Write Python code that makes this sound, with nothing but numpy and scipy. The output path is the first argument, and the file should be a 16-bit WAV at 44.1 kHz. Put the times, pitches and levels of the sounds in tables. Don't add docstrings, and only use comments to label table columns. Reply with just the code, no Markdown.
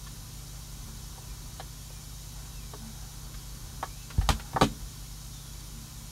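import sys
import numpy as np
from scipy import signal
from scipy.fft import rfft, irfft, next_fast_len
from scipy.io import wavfile
from scipy.ndimage import map_coordinates

SR = 44100
rng = np.random.default_rng(int(sys.argv[2]) if len(sys.argv) > 2 else 0)


def waveform_to_disk(signal):
    frames = np.transpose(np.atleast_2d(signal))
    scaled = np.clip(frames, -1, 1) * 32767
    samples = np.round(scaled).astype(np.int16)
    wavfile.write(sys.argv[1], SR, samples)


N = 269451

# f/Hz, rms level/dB
HUM_LINES = [(49.9, -46), (100, -58.5), (120, -53), (149.9, -52), (175, -73)]
# f/Hz, relative density/dB
RUMBLE_SPECTRUM = [(15, -25), (30, 0), (42, 5.5), (60, -1.5), (90, -3.5), (115, -10.5), (170, -13.5),
                   (250, -13), (340, -19), (450, -23), (650, -29), (1050, -23.5), (1500, -26), (2200, -48),
                   (5000, -51)]
# t/s, hold/s, level/dB
DRONE_LOADS = [(0.87, 0.14, -63), (2.62, 0.03, -59), (2.82, 0.06, -51.5), (5.75, 0.08, -52),
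               (5.98, 0.038, -56)]
# f/Hz, relative density/dB
HISS_SPECTRUM = [(200, -20), (700, -4), (1400, -9), (2300, -8.5), (3600, -5), (4500, -2.5), (5400, -2),
                 (6100, 0.5), (6950, -1.5), (7800, -6), (8700, -5), (11500, -6.5), (13500, -9.5),
                 (15700, -15.5)]
# f/Hz, T60/s
ROOM_DECAY = [(100, 0.42), (500, 0.086), (1500, 0.11), (4000, 0.14), (12000, 0.17)]
# t/s, knock level/dB, tick level/dB, knock centre f/Hz
LEVER_TAPS = [(0.066, -52, -46.5, 1190), (0.884, -50, -66, 790), (1.178, -40, -62, 640),
              (1.597, -31.5, -42, 920), (1.902, -46.5, -55, 600), (2.735, -31.5, -53, 706),
              (3.342, -62, -49, 2200), (3.828, -21, -40.5, 1200), (4.102, -46, -41, 1500),
              (4.178, -40, -48, 600), (4.213, -37, -43, 900), (4.397, -39.5, -41.5, 790),
              (4.532, -33, -49, 820), (4.5616, -14.5, -41.5, 810)]
# f/Hz, relative level/dB, T60/s
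PLINTH_MODES = [(294, -7.5, 0.083), (425.5, -6.5, 0.071), (514, -3, 0.039), (748, -12.5, 0.04),
                (786, -2, 0.028), (878, -1, 0.028), (1144, -0.5, 0.029), (1254, -7, 0.029),
                (1440, -6, 0.024), (1679, -5, 0.024)]
# f/Hz, relative density/dB
TICK_SPECTRUM = [(300, -7), (900, 1), (1700, 2), (2400, -2.5), (3300, -2), (4500, -7), (6000, -11),
                 (12000, -32)]
# t/s, start f/Hz, end f/Hz, level/dB
WHISTLE_GLIDES = [(1.18, 2900, 2200, -66), (1.83, 2980, 2190, -67), (2.49, 3000, 2270, -63),
                  (3.857, 2160, 2690, -63), (5.31, 3750, 3320, -57.5)]
# t/s, hold/s, relative level/dB
CAM_STROKES = [(2.35, 0.08, -60), (2.82, 0.28, -59), (4.25, 0.21, -57)]
# f/Hz, relative density/dB
RUB_SPECTRUM = [(300, -25), (600, -7), (830, 7), (1100, -10), (1500, 2), (2200, -29), (5000, -38)]
# t/s, level/dB, centre f/Hz
DECK_SHOVES = [(4.183, -11, 75), (4.290, -14, 97), (4.303, -23, 172), (4.546, -25, 150), (4.622, -13, 196)]
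# f/Hz, relative level/dB, T60/s
DECK_MODES = [(48.7, -5, 0.39), (64.4, -2, 0.15), (84, -0.5, 0.097), (135, -5, 0.096), (165, -7, 0.071),
              (217.8, -11, 0.27), (282.7, -8.5, 0.16)]
# t/s, knock level/dB, crack level/dB, knock centre f/Hz, first gap/s, rebound loss/dB
HARD_CATCHES = [(4.2896, -21, -14.5, 1290, 0.0135, 11.5), (4.612, -8, -20, 850, 0.0065, 3)]
# f/Hz, relative density/dB
CRACK_SPECTRUM = [(100, -1), (400, 3.5), (1400, 4), (1900, -3.5), (2400, -1), (3300, 1.5), (4000, -3.5),
                  (5200, -5), (7000, -7), (9000, -13), (12000, -17), (16000, -34)]
# f/Hz, relative level/dB, T60/s
SPRING_MODES = [(2390, 1, 0.06), (2523, -2, 0.085), (3700, -13, 0.055), (3940, 5, 0.06)]


def amp(db):
    return 10 ** (np.asarray(db) / 20)


def unit(x):
    return x / np.sqrt(np.mean(x ** 2) + 1e-20)


def along(points, hz):
    f, v = np.transpose(points)
    return np.interp(np.log(hz + 1), np.log(f + 1), v)


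def wobble(rate):
    return map_coordinates(rng.standard_normal(int(N * rate / SR) + 4), [np.arange(N) * rate / SR])


def noise(spectrum, size):
    hz = np.fft.rfftfreq(size, 1 / SR)
    return unit(irfft(rfft(rng.standard_normal(size)) * amp(along(spectrum, hz)), size))


def add(track, s, sound):
    part = track[max(round(s * SR), 0):][:len(sound)]
    part += sound[:len(part)]


def swells(rows, attack, release):
    t = np.arange(N) / SR
    return sum(amp(db) * np.interp(t, [s - attack, s, s + hold, s + hold + release], [0, 1, 1, 0])
               for s, hold, db in rows)


def favour(modes, centre_hz, falloff_db):
    return [(hz, db - falloff_db * np.log2(hz / centre_hz) ** 2, t60) for hz, db, t60 in modes]


def ring(modes, scatter_db, attack):
    t = np.arange(SR // 2) / SR
    tone = sum(amp(db + rng.normal(0, scatter_db) - 60 * t / t60) * np.sin(2 * np.pi * hz * t)
               for hz, db, t60 in modes)
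    tone = tone * (1 - np.exp(-t / attack))
    return tone / np.abs(tone).max()


def burst(spectrum, t60):
    t = np.arange(SR // 2) / SR
    return noise(spectrum, len(t)) * amp(-60 * t / t60)


def room(x, wall_db, wall_s, wet_db):
    hz, t, bands = signal.stft(rng.standard_normal(SR // 4), SR, nperseg=256)
    decay = amp(-60 * t / along(ROOM_DECAY, hz)[:, None])
    tail = signal.istft(bands * decay, SR, nperseg=256)[1]
    response = amp(wet_db) * tail / np.linalg.norm(tail)
    response[0] += 1
    response[round(wall_s * SR)] += amp(wall_db)
    return signal.fftconvolve(x, response)[:len(x)]


def mains_hum():
    t = np.arange(N) / SR
    return sum(amp(db + 0.17 * wobble(2.8)) * unit(np.sin(2 * np.pi * (hz * t + rng.random())))
               for hz, db in HUM_LINES)


def low_rumble():
    return amp(-47.5 + 1.4 * wobble(7)) * noise(RUMBLE_SPECTRUM, N)


def deck_drone(hz=222, idle_db=-67):
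    t = np.arange(N) / SR
    load = amp(idle_db) + swells(DRONE_LOADS, attack=0.052, release=0.08)
    tone = np.sin(2 * np.pi * hz * t + 0.55 * wobble(14))
    return load * unit(tone * amp(2.5 * wobble(18)))


def hiss():
    return amp(-49) * unit(room(noise(HISS_SPECTRUM, N), wall_db=-18, wall_s=0.0079, wet_db=-2))


def lever_taps():
    out = np.zeros(N)
    for s, knock_db, tick_db, centre_hz in LEVER_TAPS:
        modes = favour(PLINTH_MODES, centre_hz, falloff_db=6)
        knock = amp(knock_db) * ring(modes, scatter_db=0.5, attack=0.0012)
        tick = amp(tick_db) * burst(TICK_SPECTRUM, t60=0.064)
        add(out, s, room(knock + tick, wall_db=-4.5, wall_s=0.0064, wet_db=-0.5))
    return out


def whistle(glide_s=0.24):
    out = np.zeros(N)
    progress = np.linspace(0, 1, round(glide_s * SR))
    for s, start_hz, end_hz, db in WHISTLE_GLIDES:
        hz = end_hz + (start_hz - end_hz) * (1 - progress) ** 1.6
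        hz *= 1 + 0.02 * wobble(399)[:len(hz)]
        tone = np.sin(2 * np.pi * np.cumsum(hz) / SR)
        add(out, s, amp(db) * np.sin(np.pi * progress) * tone)
    flicker = amp(2.8 * wobble(25))
    return room(out * flicker, wall_db=-2, wall_s=0.00218, wet_db=-3)


def cam_rub():
    strokes = swells(CAM_STROKES, attack=0.049, release=0.12)
    roughness = amp(-1 + 1.7 * wobble(35))
    return strokes * roughness * noise(RUB_SPECTRUM, N)


def deck_thumps():
    out = np.zeros(N)
    for s, db, push_hz in DECK_SHOVES:
        modes = favour(DECK_MODES, push_hz, falloff_db=7)
        add(out, s, amp(db) * ring(modes, scatter_db=3.5, attack=0.0022))
    return out


def chatter(contacts, crack_t60=0.021, rebound_stretch=2.04):
    for s, knock_db, crack_db, centre_hz, gap_s, loss_db in HARD_CATCHES:
        for k in range(contacts):
            onset_s = s + gap_s * k ** 1.35
            knock_loss_db = k * loss_db + 2.5 * k * (k - 1)
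            t60 = crack_t60 * (rebound_stretch if k else 1)
            yield onset_s, knock_db - knock_loss_db, crack_db - k * loss_db, t60, centre_hz


def catches():
    out = np.zeros(N)
    for s, knock_db, crack_db, t60, centre_hz in chatter(contacts=4):
        modes = favour(PLINTH_MODES, centre_hz, falloff_db=2)
        knock = amp(knock_db) * ring(modes, scatter_db=4, attack=0.00046)
        crack = amp(crack_db) * burst(CRACK_SPECTRUM, t60)
        twang = amp(knock_db - 17.5) * ring(SPRING_MODES, scatter_db=2, attack=0.00064)
        add(out, s, room(knock + crack + twang, wall_db=-17.5, wall_s=0.0064, wet_db=-1))
    return out


def scene():
    background = mains_hum() + low_rumble() + deck_drone() + hiss()
    return (background + lever_taps() + whistle() + cam_rub() + deck_thumps() + catches())[None]


def record(dry):
    bass_hz, top_hz = 36, 15750
    thinned = signal.sosfilt(signal.butter(3, bass_hz, "highpass", fs=SR, output="sos"), dry)
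    size = next_fast_len(N + SR // 2)
    passband = np.fft.rfftfreq(size, 1 / SR) < top_hz
    return irfft(rfft(thinned, size) * passband, size)[..., :N]


dry = scene()
out = record(dry)
waveform_to_disk(out)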